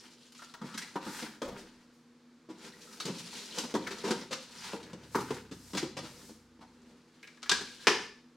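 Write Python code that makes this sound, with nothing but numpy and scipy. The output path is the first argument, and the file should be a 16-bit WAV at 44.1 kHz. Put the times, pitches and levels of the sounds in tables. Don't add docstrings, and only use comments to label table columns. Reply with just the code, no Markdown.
import sys
import numpy as np
from scipy import signal
from scipy.fft import rfft, irfft
from scipy.io import wavfile
from scipy.ndimage import uniform_filter1d

SR = 44100
rng = np.random.default_rng(int(sys.argv[2]) if len(sys.argv) > 2 else 0)


def master(y):
    cut = np.clip(np.atleast_2d(y).T, -1, 1)
    pcm = np.round(cut * 32767)
    wavfile.write(sys.argv[1], SR, pcm.astype(np.int16))


N = 368676
TIME = np.arange(N) / SR
BLOW = np.arange(20480) / SR

# (time [s], rise time [s], panel pitch [Hz],
# panel level [dB], flap struck [name], flap level [dB], edge crackle level [dB])
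BLOWS = [(.614, 0.0043, 185, -42, "short", -47, -56), (0.64, 0.0027, 185, -41, "long", -56, -68),
         (.743, 0.0028, 240, -46.5, "short", -50, -46.5), (.956, 0.0029, 295, -36.5, "long", -35.5, -50),
         (1.062, 0.0089, 264, -41.5, "short", -47.5, -52), (1.224, 0.0036, 240, -41, "long", -59, -45),
         (1.417, 0.0028, 522, -37, "inner", -42.5, -43), (1.442, 0.0063, 261, -70, "long", -53, -52),
         (1.475, 0.0084, 380, -47, "short", -54, -54.5), (1.522, .005, 190, -49.5, "long", -57, -62),
         (2.487, 0.013, 328, -44, "long", -54, -58.5), (3.052, 0.011, 176, -40.5, "short", -56, -44.5),
         (3.077, 0.0047, 402, -40, "long", -47, -47.5), (3.096, 0.0037, 185, -38.5, "long", -58, -56),
         (3.123, 0.0074, 176, -54.5, "long", -62, -61), (3.574, 0.0057, 490, -43, "long", -44.5, -45),
         (3.634, 0.0049, 237, -42.5, "long", -48, -50), (3.74, 0.0018, 352, -31, "inner", -48, -41.5),
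         (3.748, 0.0035, 359, -30, "long", -33.5, -42), (3.905, 0.007, 382, -43.5, "short", -48, -43.5),
         (4.038, 0.012, 415, -35.5, "long", -40, -42), (4.075, 0.0056, 477, -37.5, "long", -43.5, -42),
         (4.106, 0.0034, 327, -30, "short", -36.5, -33.5), (4.307, 0.013, 510, -43, "short", -49, -41),
         (4.733, 0.0011, 457, -39, "long", -43.5, -51), (4.931, 0.0022, 214, -46.5, "long", -53, -52),
         (5.1471, 0.0012, 402, -43, "inner", -30, -60), (5.152, 0.0017, 385, -30, "short", -30.5, -41.5),
         (5.177, 0.005, 330, -60, "short", -43.5, -57), (5.186, 0.0028, 383, -37, "inner", -41.5, -52),
         (5.205, 0.0018, 327, -49.5, "short", -48, -52), (5.305, 0.0025, 408, -32, "long", -40.5, -45.5),
         (5.511, 0.0071, 290, -44.5, "short", -60, -50.5), (5.733, 0.0024, 278, -41, "long", -46.5, -47),
         (5.748, 0.0026, 284, -38.5, "long", -47, -40), (5.773, 0.0035, 222, -49.5, "short", -61, -37.5),
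         (5.827, 0.0021, 337, -33, "long", -48.5, -44), (5.967, 0.0046, 541, -45, "long", -48, -42),
         (5.988, 0.0021, 565, -48, "short", -50, -44.5), (6.026, 0.0033, 270, -51, "long", -64, -60),
         (6.292, 0.0033, 230, -51.5, "long", -63, -61), (6.59, 0.0027, 240, -56.5, "long", -70, -74),
         (6.607, 0.0097, 246, -58.5, "long", -55, -62.5), (7.517, 0.0011, 416, -38.5, "long", -55, -31),
         (7.609, 0.0025, 378, -46.5, "long", -52, -45)]
# (frequency [Hz], bandwidth [Hz], gain [dB])
BENCH_MODES = [(50, 41, -23), (137.8, 16, 25)]
# (frequency [Hz], bandwidth [Hz], gain [dB])
PANEL_MODES = [(185, 77, -3), (240, 99, 0.5), (327, 54, -1.5), (455, 209, -5.5), (521, 106, -4)]
# (frequency [Hz], bandwidth [Hz], gain [dB])
FLAP_MODES = [(820, 160, 13), (946, 69, 19.5), (1270, 390, -8), (1360, 1400, 0.5), (1760, 1100, 5.5)]
FLAP_NOTE_HZ = {"long": 822, "inner": 1057, "short": 1245}
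# (frequency [Hz], gain [dB])
EDGE_COLOUR = [(300, -30), (700, -4.5), (1200, -1.5), (2200, -1), (4200, 0.5), (6000, -3), (8000, -9.5),
               (11000, -20.5), (16000, -32.5)]
THUD_DB, THUD_FOLLOWS = -66, 0.29
STANDING_S, STANDING_DB = (4.8, 6.1), 13.5


def box(spots, panel_trim_db=2.0, note_db=2.5, note_ring_s=0.0043, flap_own_db=19.0,
        flap_width_hz=200, push_share=0.76):
    out = np.zeros((2, N))
    panel_band = signal.butter(2, [140, 700], "band", fs=SR, output="sos")
    bench_band = signal.butter(2, 240, fs=SR, output="sos")
    mean_panel_db = np.mean([row[3] for row in BLOWS])
    for k, (s, rise_s, panel_hz, panel_db, flap, flap_db, edge_db) in enumerate(BLOWS):
        thud_db = THUD_DB + THUD_FOLLOWS * (panel_db - mean_panel_db)
        if STANDING_S[0] < s < STANDING_S[1]:
            thud_db += STANDING_DB
        push = even(crumple(rise_s * push_share))
        force = even(crumple(rise_s))

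        thud = signal.sosfilt(bench_band, resonate(push, BENCH_MODES))
        panel_note = from_db(note_db) * note(panel_hz, rise_s, note_ring_s, rough=0.42)
        boom = signal.sosfilt(panel_band, rms_one(resonate(push, PANEL_MODES)) + panel_note)
        own_mode = (FLAP_NOTE_HZ[flap], flap_width_hz, flap_own_db)
        rap = resonate(force, FLAP_MODES + [own_mode])
        crackle = colour(crumple(rise_s), EDGE_COLOUR)

        parts = [(thud, thud_db), (boom, panel_db + panel_trim_db), (rap, flap_db), (crackle, edge_db)]
        place(out, s, parts, spots[k % len(spots)])
    return out


# (time [s], rise time [s], level [dB], brightness [dB per octave])
EDGE_FLICKS = [(.320, .0022, -56.5, 3.5), (.346, 0.0052, -55.5, 1), (.775, 0.0036, -38.5, 4),
               (.816, 0.0038, -45, 0.5), (1.571, 0.015, -54, 5), (2.645, 0.0037, -53, -1),
               (2.805, 0.016, -53.5, 3), (2.924, 0.0047, -53.5, 4.5), (3.002, 0.004, -42, 3),
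               (3.053, 0.0022, -40, 3), (3.179, 0.011, -46.5, 3.5), (3.267, 0.0054, -53, -2),
               (3.345, 0.037, -46.5, 2.5), (3.5845, 0.0014, -32.5, 2.5), (3.705, 0.0023, -51, 4),
               (4.3265, 0.0033, -35, -0.5), (4.62, 0.019, -46.5, 1.5), (4.828, 0.0032, -52.5, 0.5),
               (5.033, 0.0053, -60, 2), (5.157, 0.00096, -43.5, 13.5), (5.206, 0.0028, -47.5, 7),
               (5.340, 0.0039, -51, 6), (5.769, 0.0068, -33.5, -0.5), (6.044, 0.0073, -49.5, -4)]
# (time [s], rise time [s], pitch [Hz], level [dB])
CARD_SQUEAKS = [(0.392, 0.0035, 1376, -52.5), (0.42, 0.0026, 1364, -48), (0.776, 0.0027, 1593, -43),
                (.822, 0.0026, 2000, -45), (1.42, 0.0045, 1250, -42), (1.445, 0.01, 523, -46.5),
                (1.478, 0.0037, 524, -43.5), (1.51, 0.0091, 534, -48), (2.735, 0.0026, 1940, -56.5),
                (2.872, .003, 1290, -58), (2.93, 0.0041, 1370, -57.5), (7.459, .003, 1690, -48),
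                (7.791, .013, 1630, -59), (7.836, 0.014, 1670, -55)]
TILT_PIVOT_HZ = 3000
CONTACT_ROUGH = .8


def edges(spots, squeak_hold=1.44, wander_hz=50):
    out = np.zeros((2, N))
    for k, (s, rise_s, db, brightness) in enumerate(EDGE_FLICKS):
        tilted = [(hz, gain + brightness * np.log2(hz / TILT_PIVOT_HZ)) for hz, gain in EDGE_COLOUR]
        flick = colour(crumple(rise_s), tilted)
        place(out, s, [(flick, db)], spots[k % len(spots)])
    for s, rise_s, hz, db in CARD_SQUEAKS:
        squeak = note(hz, rise_s, rise_s * squeak_hold, wander_hz, rough=CONTACT_ROUGH)
        place(out, s, [(squeak, db)], spots[0])
    return out


# (start [s], length [s], fibre hiss level [dB], swell [dB], flap scrape level [dB], panel drag level [dB])
SLIDE_STROKES = [(-.03, 0.12, -58, -5, -55.5, -62), (0.087, 0.2, -62.5, -1, -70, -69),
                 (0.348, 0.091, -56, 9, -61, -68), (0.625, 0.31, -55.5, -4, -51, -59.5),
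                 (0.996, 0.27, -52.5, 2, -44.5, -54.5), (1.536, 0.053, -63.5, 2, -49.5, -47),
                 (1.63, 0.3, -70, -16, -65.5, -66), (2.531, 0.12, -62, 21.5, -58, -59),
                 (2.717, 0.26, -62, 6, -59.5, -56.5), (2.986, 0.32, -51, 1, -53.5, -55.5),
                 (3.31, 0.18, -49, -4.5, -52, -51.5), (3.484, 0.13, -48, 13, -50, -48),
                 (3.663, 0.51, -53, 12, -49, -49.5), (4.333, 0.26, -56.5, 7, -57.5, -61),
                 (4.491, 0.19, -59, 31, -54.5, -65.5), (4.767, 0.4, -66, -9, -55, -53.5),
                 (5.143, 0.25, -57.5, -5, -46.5, -58), (5.546, 0.21, -73, 11, -63, -64),
                 (6.008, 0.43, -64.5, -22, -59.5, -59.5), (6.643, 0.26, -72, 5.5, -68.5, -61),
                 (6.934, 1, -70.5, 8, -68, -66), (7.524, 0.5, -55, 2, -65, -74)]
# (frequency [Hz], gain [dB])
HISS_COLOUR = [(500, -33), (1500, -11.5), (2500, -0.5), (4500, 3.5), (6500, -1.5), (9800, -8),
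               (14000, -22.5), (16000, -25)]
# (frequency [Hz], gain [dB])
SCRAPE_COLOUR = [(400, -12.5), (650, -14.5), (930, 6.5), (1110, -4), (1400, 2.5), (2100, -1.5), (3200, -8),
                 (8000, -30)]
# (frequency [Hz], gain [dB])
DRAG_COLOUR = [(30, -39), (70, -19), (100, -37.5), (173, -2.5), (248, -3.5), (350, -6.5), (470, -5),
               (620, -15), (1500, -35), (4000, -63)]


def sliding(room, scrape_trim_db=-5.5, drag_trim_db=-3.5, snag_db=-10.0):
    start, length, hiss_db, swell_db, scrape_db, drag_db = np.transpose(SLIDE_STROKES)
    pressure_db = 1.4 * drift(30)
    clumps = from_db(2.1 * drift(110))
    fibres = rms_one(slips(2800, 3.7, N) * clumps) + from_db(snag_db) * snags()
    layers = [(fibres, HISS_COLOUR, hiss_db),
              (slips(500, 3.9, N), SCRAPE_COLOUR, scrape_db + scrape_trim_db),
              (slips(900, 2.9, N), DRAG_COLOUR, drag_db + drag_trim_db)]
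    sound = np.zeros((2, N))
    for grain, spectrum, db in layers:
        rubbed = rms_one(heard(colour(grain, spectrum), room))
        sound += rubbed * strokes(start, length, db, swell_db)
    return sound * from_db(pressure_db)


def snags(count=7):
    pitches = np.geomspace(1300, 7000, count)
    return rms_one(sum(resonate(slips(9, 2.2, N), [(hz, hz / 7, 0)]) for hz in pitches))


# (start [s], length [s], first frequency [Hz], last frequency [Hz], level [dB])
FLAP_RUBS = [(0.666, .1, 1350, 1410, -53), (1.053, 0.26, 1413, 1774, -55)]


def rubbing(room, hoarse_hz=230):
    out = np.zeros((2, N))
    for start, length, first_hz, last_hz, db in FLAP_RUBS:
        done = np.clip(BLOW / length, 0, 1)
        jitter = rms_one(uniform_filter1d(rng.standard_normal(len(BLOW)), size=44))
        hz = first_hz + (last_hz - first_hz) * done + hoarse_hz * jitter
        rub = np.sqrt(done * (1 - done)) * np.sin(2 * np.pi * np.cumsum(hz) / SR)
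        place(out, start, [(rub, db)], room)
    return out


# (start [s], length [s], level [dB], swell [dB])
SLEEVE_BRUSHES = [(1.033, 0.16, -51.5, 9.5), (1.92, 0.035, -70, -5), (2.5, 0.45, -69, 23),
                  (5.007, 0.13, -67, 8), (5.11, 0.26, -56, -7), (5.515, 0.27, -58.5, 10),
                  (6.014, 0.28, -58.5, 3)]
# (frequency [Hz], gain [dB])
CLOTH_COLOUR = [(2000, -8), (5000, 5.5), (8000, 2), (12000, -5), (16000, -13)]


def sleeve(room):
    swish = rms_one(heard(colour(slips(8000, 3.0, N), CLOTH_COLOUR), room))
    return swish * strokes(*np.transpose(SLEEVE_BRUSHES))


# (time [s], click level [dB],
# steel ring level [dB], chatter time [s], ringing notes as (frequency [Hz], level [dB]))
TOOL_CLICKS = [(.5395, -48.5, -65, .0052, [(935, -52), (1300, -50)]),
               (3.001, -39, -61, .0032, [(1280, -41.5), (2620, -55)]),
               (3.0035, -75, -73, .0027, [(3850, -47.5), (4360, -42)]),
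               (3.8668, -62, -56, .003, [(1803, -40.5), (2200, -39.5)]),
               (3.873, -40, -48, .004, [(1330, -43)]), (7.2288, -54, -57, .0085, [(2230, -51)]),
               (7.24, -72, -59, .0084, [(2290, -54.5)]), (7.274, -52, -65, .0043, [(2280, -56)]),
               (7.372, -62, -75, .008, [(1750, -62)]), (7.421, -58, -67, .008, [(1300, -62)]),
               (7.4295, -40, -62, .005, [(1350, -51), (2280, -53)]),
               (7.4945, -21, -41, .00065, [(1230, -35.5), (3650, -34)]),
               (7.5005, -31, -48, .00084, [(1350, -46)]), (7.5149, -24.5, -48, .002, [(965, -35.5),
               (1631, -31)]), (7.5185, -25.5, -28, .00091, [(1450, -46)]),
               (7.548, -40.5, -52, .0054, [(1480, -51)]), (7.582, -48, -53.5, .006, [(1450, -58)]),
               (7.612, -50, -60, .004, [(1650, -47)])]
# (frequency [Hz], gain [dB])
TOOL_COLOUR = [(150, -23), (400, 1), (720, -22), (950, 1.5), (1500, 9.5), (2050, -3), (2900, 6.5),
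               (4200, 8), (5800, 5), (8000, -3.5), (11000, -16.5), (16000, -57)]
# (frequency [Hz], bandwidth [Hz], gain [dB])
STEEL_MODES = [(990, 18, 4.5), (1640, 32, 12.5), (2370, 24, -1), (3500, 26, -2), (3800, 26, -9),
               (4200, 29, -2), (5100, 26, -8)]


def tool(click_trim_db=-2.0, ring_s=0.0057, rise_share=.5, count=4):
    out = np.zeros((2, N))
    spots = [garage(early_db=6.5, early_s=0.0034, tail_db=2.5, lean=0.093) for _ in range(count)]
    steel_ring = resonate(1.0 * (BLOW == 0), STEEL_MODES)
    for k, (s, click_db, steel_db, chatter_s, notes) in enumerate(TOOL_CLICKS):
        force = even(contact(chatter_s, chatter_db=-3.5))
        parts = [(colour(force, TOOL_COLOUR), click_db + click_trim_db), (steel_ring, steel_db)]
        for hz, db in notes:
            ring = note(hz, chatter_s * rise_share, ring_s, wander_hz=55, rough=CONTACT_ROUGH)
            parts.append((ring, db))
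        place(out, s, parts, spots[k % count])
    return out


# (time [s], level [dB], chatter time [s])
HARD_LANDING = (7.8702, -16.5, 0.0029)
# (frequency [Hz], gain [dB])
LANDING_COLOUR = [(40, -25), (110, -18.5), (180, -5.5), (330, -0.5), (520, -3.5), (660, -8), (900, -0.5),
                  (1800, -2), (3000, -2.5), (4100, -8), (5400, -5), (7500, -17.5), (11000, -29.5),
                  (16000, -44)]
# (frequency [Hz], bandwidth [Hz], boost [dB])
LANDING_RING = [(407, 52, 11.5), (970, 50, 5), (1294, 40, 2), (1740, 92, 7.5), (2420, 67, 7),
                (3012, 35, 3.5), (4990, 98, 4.5)]


def clack():
    out, room = np.zeros((2, N)), garage(early_db=6.5, early_s=0.0091, tail_db=6.5, lean=0.08)
    s, db, chatter_s = HARD_LANDING
    blow = colour(even(contact(chatter_s, chatter_db=6.0)), LANDING_COLOUR)
    for hz, width, boost_db in LANDING_RING:
        blow = blow + (from_db(boost_db) - 1) * resonate(blow, [(hz, width, 0)])
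    place(out, s, [(blow, db)], room)
    return out


# (frequency [Hz], gain [dB])
AIR_COLOUR = [(25, -26), (70, -23.5), (150, -10.5), (195, -16.5), (242, -1), (295, -9), (390, -14),
              (475, -9.5), (600, -21.5), (1230, -18), (2840, -26.5), (4600, -25.5), (7500, -33),
              (16000, -52.5)]
# (frequency [Hz], mean rms level [dB])
HUM_TONES = [(120, -90.5), (158, -79), (241.5, -65.5), (332, -76.5), (475, -88)]
# (time [s], frequency of the second order [Hz], second-order level before trim [dB])
ENGINE_TRACK = [(4.2, 83.5, -85), (4.6, 78.2, -66.5), (5.0, 74.5, -59), (5.401, 66.7, -58), (5.8, 60, -60),
                (6.4, 58.6, -66.5), (6.9, 55, -72), (7.3, 54.2, -94)]


def background(air_db=-65.0, hum_trim_db=1.5, engine_trim_db=-7.5, third_order_db=2.0):
    air = rms_one(stereo(*[colour(white, AIR_COLOUR) for white in rng.standard_normal((2, N))]))

    hum = np.zeros(N)
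    for hz, db in HUM_TONES:
        phase = 2 * np.pi * hz * TIME + .6 * drift(8)
        hum += from_db(db + hum_trim_db + 2.2 * drift(11)) * np.sin(phase)

    s, second_hz, db = np.transpose(ENGINE_TRACK)
    turn = np.pi * np.cumsum(np.interp(TIME, s, second_hz)) / SR
    orders = np.sin(2 * turn) + from_db(third_order_db) * np.sin(3 * turn)
    engine = from_db(np.interp(TIME, s, db) + engine_trim_db + 2.2 * drift(3.3)) * orders
    return from_db(air_db) * air + np.sqrt(2) * (hum + engine)


# (frequency [Hz], time to fall 60 dB [s])
ROOM_DECAY = [(100, 1), (300, 0.4239), (1000, 0.41), (4000, 0.49), (8000, 0.4), (16000, 0.3)]


def garage(early_db, early_s, tail_db, lean, gap_s=0.0014, count=9):
    hz, centres = np.fft.rfftfreq(len(BLOW), 1 / SR), np.geomspace(80, 16000, count)
    white = rfft(rng.standard_normal((2, len(BLOW))))
    tail = 0
    for centre, share in zip(centres, np.eye(count)):
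        band = irfft(white * at_hz(np.c_[centres, share], hz), len(BLOW))
        tail = tail + band * np.exp(-np.log(1000) * BLOW / at_hz(ROOM_DECAY, centre))
    early = rng.standard_normal(tail.shape) ** 3 * np.exp(-BLOW / early_s)
    late = BLOW > gap_s
    mid, side = from_db(early_db) * rms_one(early * late) / np.sqrt(len(BLOW))
    mid = mid + (BLOW == 0)
    tail = from_db(tail_db) * rms_one(tail * late) / np.sqrt(len(BLOW))
    mid, side = [even(np.linalg.norm(near) * even(near) + far) for near, far in zip((mid, side), tail)]
    return stereo(mid, side, lean)


# (frequency [Hz], gain of the side signal [dB])
STEREO_WIDTH = [(40, -13), (70, -21), (130, -34), (500, -19.5), (1000, -16), (2000, -14), (4000, -9),
                (8000, -6), (13000, -2.5)]


def stereo(mid, side, lean=0.0, shadow_hz=350):
    shadow = signal.lfilter(*signal.butter(1, shadow_hz, "high", fs=SR), mid)
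    return mid + (colour(side, STEREO_WIDTH) + lean * shadow) * np.array([[1], [-1]])


def heard(x, room):
    return signal.oaconvolve(x[None], room, axes=1)[:, :len(x)]


def place(out, s, parts, room):
    sound = sum(from_db(db) * loudest_one(heard(part, room)) for part, db in parts)
    i = max(round(s * SR), 0)
    out[:, i:i + sound.shape[1]] += sound[:, :N - i]


def slips(per_s, spread_db, size):
    strength = from_db(spread_db * np.minimum(rng.exponential(1, size), 4)) * rng.choice([-1, 1], size)
    return strength * (rng.random(size) < per_s / SR)


def crumple(rise_s):
    age = BLOW / max(rise_s, 1e-3)
    return slips(7000, 2.1, len(BLOW)) * age * np.exp(-age)


def contact(length_s, chatter_db):
    chatter = slips(3000, 6.5, len(BLOW)) * np.exp(-BLOW / length_s)
    return (BLOW == 0) + from_db(chatter_db) * rms_one(chatter) / np.sqrt(len(BLOW))


def note(hz, rise_s, ring_s, wander_hz=0.0, rough=0.0):
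    wander, grain = [rms_one(uniform_filter1d(rng.standard_normal(len(BLOW)), size=size))
                     for size in (90, 40)]
    envelope = (1 - np.exp(-BLOW / rise_s)) * np.exp(-BLOW / ring_s)
    phase = 2 * np.pi * np.cumsum(hz + wander_hz * wander) / SR
    return rms_one(envelope * (1 + rough * grain) * np.sin(phase))


STROKE_ATTACK_S, STROKE_RELEASE_DB_PER_S = 0.033, 126


def strokes(start, length, db, swell_db):
    t = TIME[::40]
    age = t[:, None] - start
    held_db = db + swell_db * (np.clip(age / length, 0, 1) - .5)
    released_db = STROKE_RELEASE_DB_PER_S * np.maximum(age - length, 0)
    each = np.clip(age / STROKE_ATTACK_S, 0, 1) * from_db(held_db - released_db)
    return np.interp(TIME, t, np.linalg.norm(each, axis=1))


def drift(rate):
    knots = rng.standard_normal(int(N / SR * rate) + 2)
    return np.interp(TIME * rate, np.arange(len(knots)), knots)


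def resonate(x, modes):
    out = 0
    for k, (hz, width, db) in enumerate(modes):
        r = np.exp(-np.pi * width / SR)
        poles = [1, -2 * r * np.cos(2 * np.pi * hz / SR), r * r]
        mode = (1 - r * r) / 2 * signal.lfilter([1, 0, -1], poles, x + 1e-18)
        out = out + (-1) ** k * from_db(db) * mode
    return out


def colour(x, spectrum, size=4096):
    kernel = irfft(causal(from_db(at_hz(spectrum, np.fft.rfftfreq(size, 1 / SR)))))
    return signal.oaconvolve(x, kernel)[:len(x)]


def causal(gain):
    cepstrum = irfft(np.log(gain + 1e-12))
    half = len(cepstrum) // 2
    cepstrum[1:half] *= 2
    cepstrum[half + 1:] = 0
    return np.exp(rfft(cepstrum))


def even(x, size=61):
    spectrum = rfft(x)
    power = uniform_filter1d(np.abs(spectrum) ** 2 + 1e-9, size)
    return irfft(spectrum * causal(power ** -.5), len(x))


def at_hz(points, hz):
    f, value = np.transpose(points)
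    return np.interp(np.log(np.maximum(hz, 1)), np.log(f), value)


def from_db(db):
    return 10 ** (np.asarray(db) / 20)


def rms_one(x):
    return x / np.sqrt(np.mean(x ** 2) + 1e-20)


def loudest_one(x, size=880):
    return x / np.sqrt(uniform_filter1d(np.mean(x ** 2, axis=0), size).max() + 1e-20)


def scene(count=5):
    spots = [garage(early_db=1.5, early_s=0.0095, tail_db=-2.0, lean=0.078) for _ in range(count)]
    cardboard = box(spots) + edges(spots) + sliding(spots[0]) + rubbing(spots[2])
    return cardboard + sleeve(spots[1]) + tool() + clack() + background()


def record(dry, cutoff_hz=15900):
    return signal.sosfilt(signal.ellip(10, .1, 70, cutoff_hz, fs=SR, output="sos"), dry)


dry = scene()
out = record(dry)
master(out)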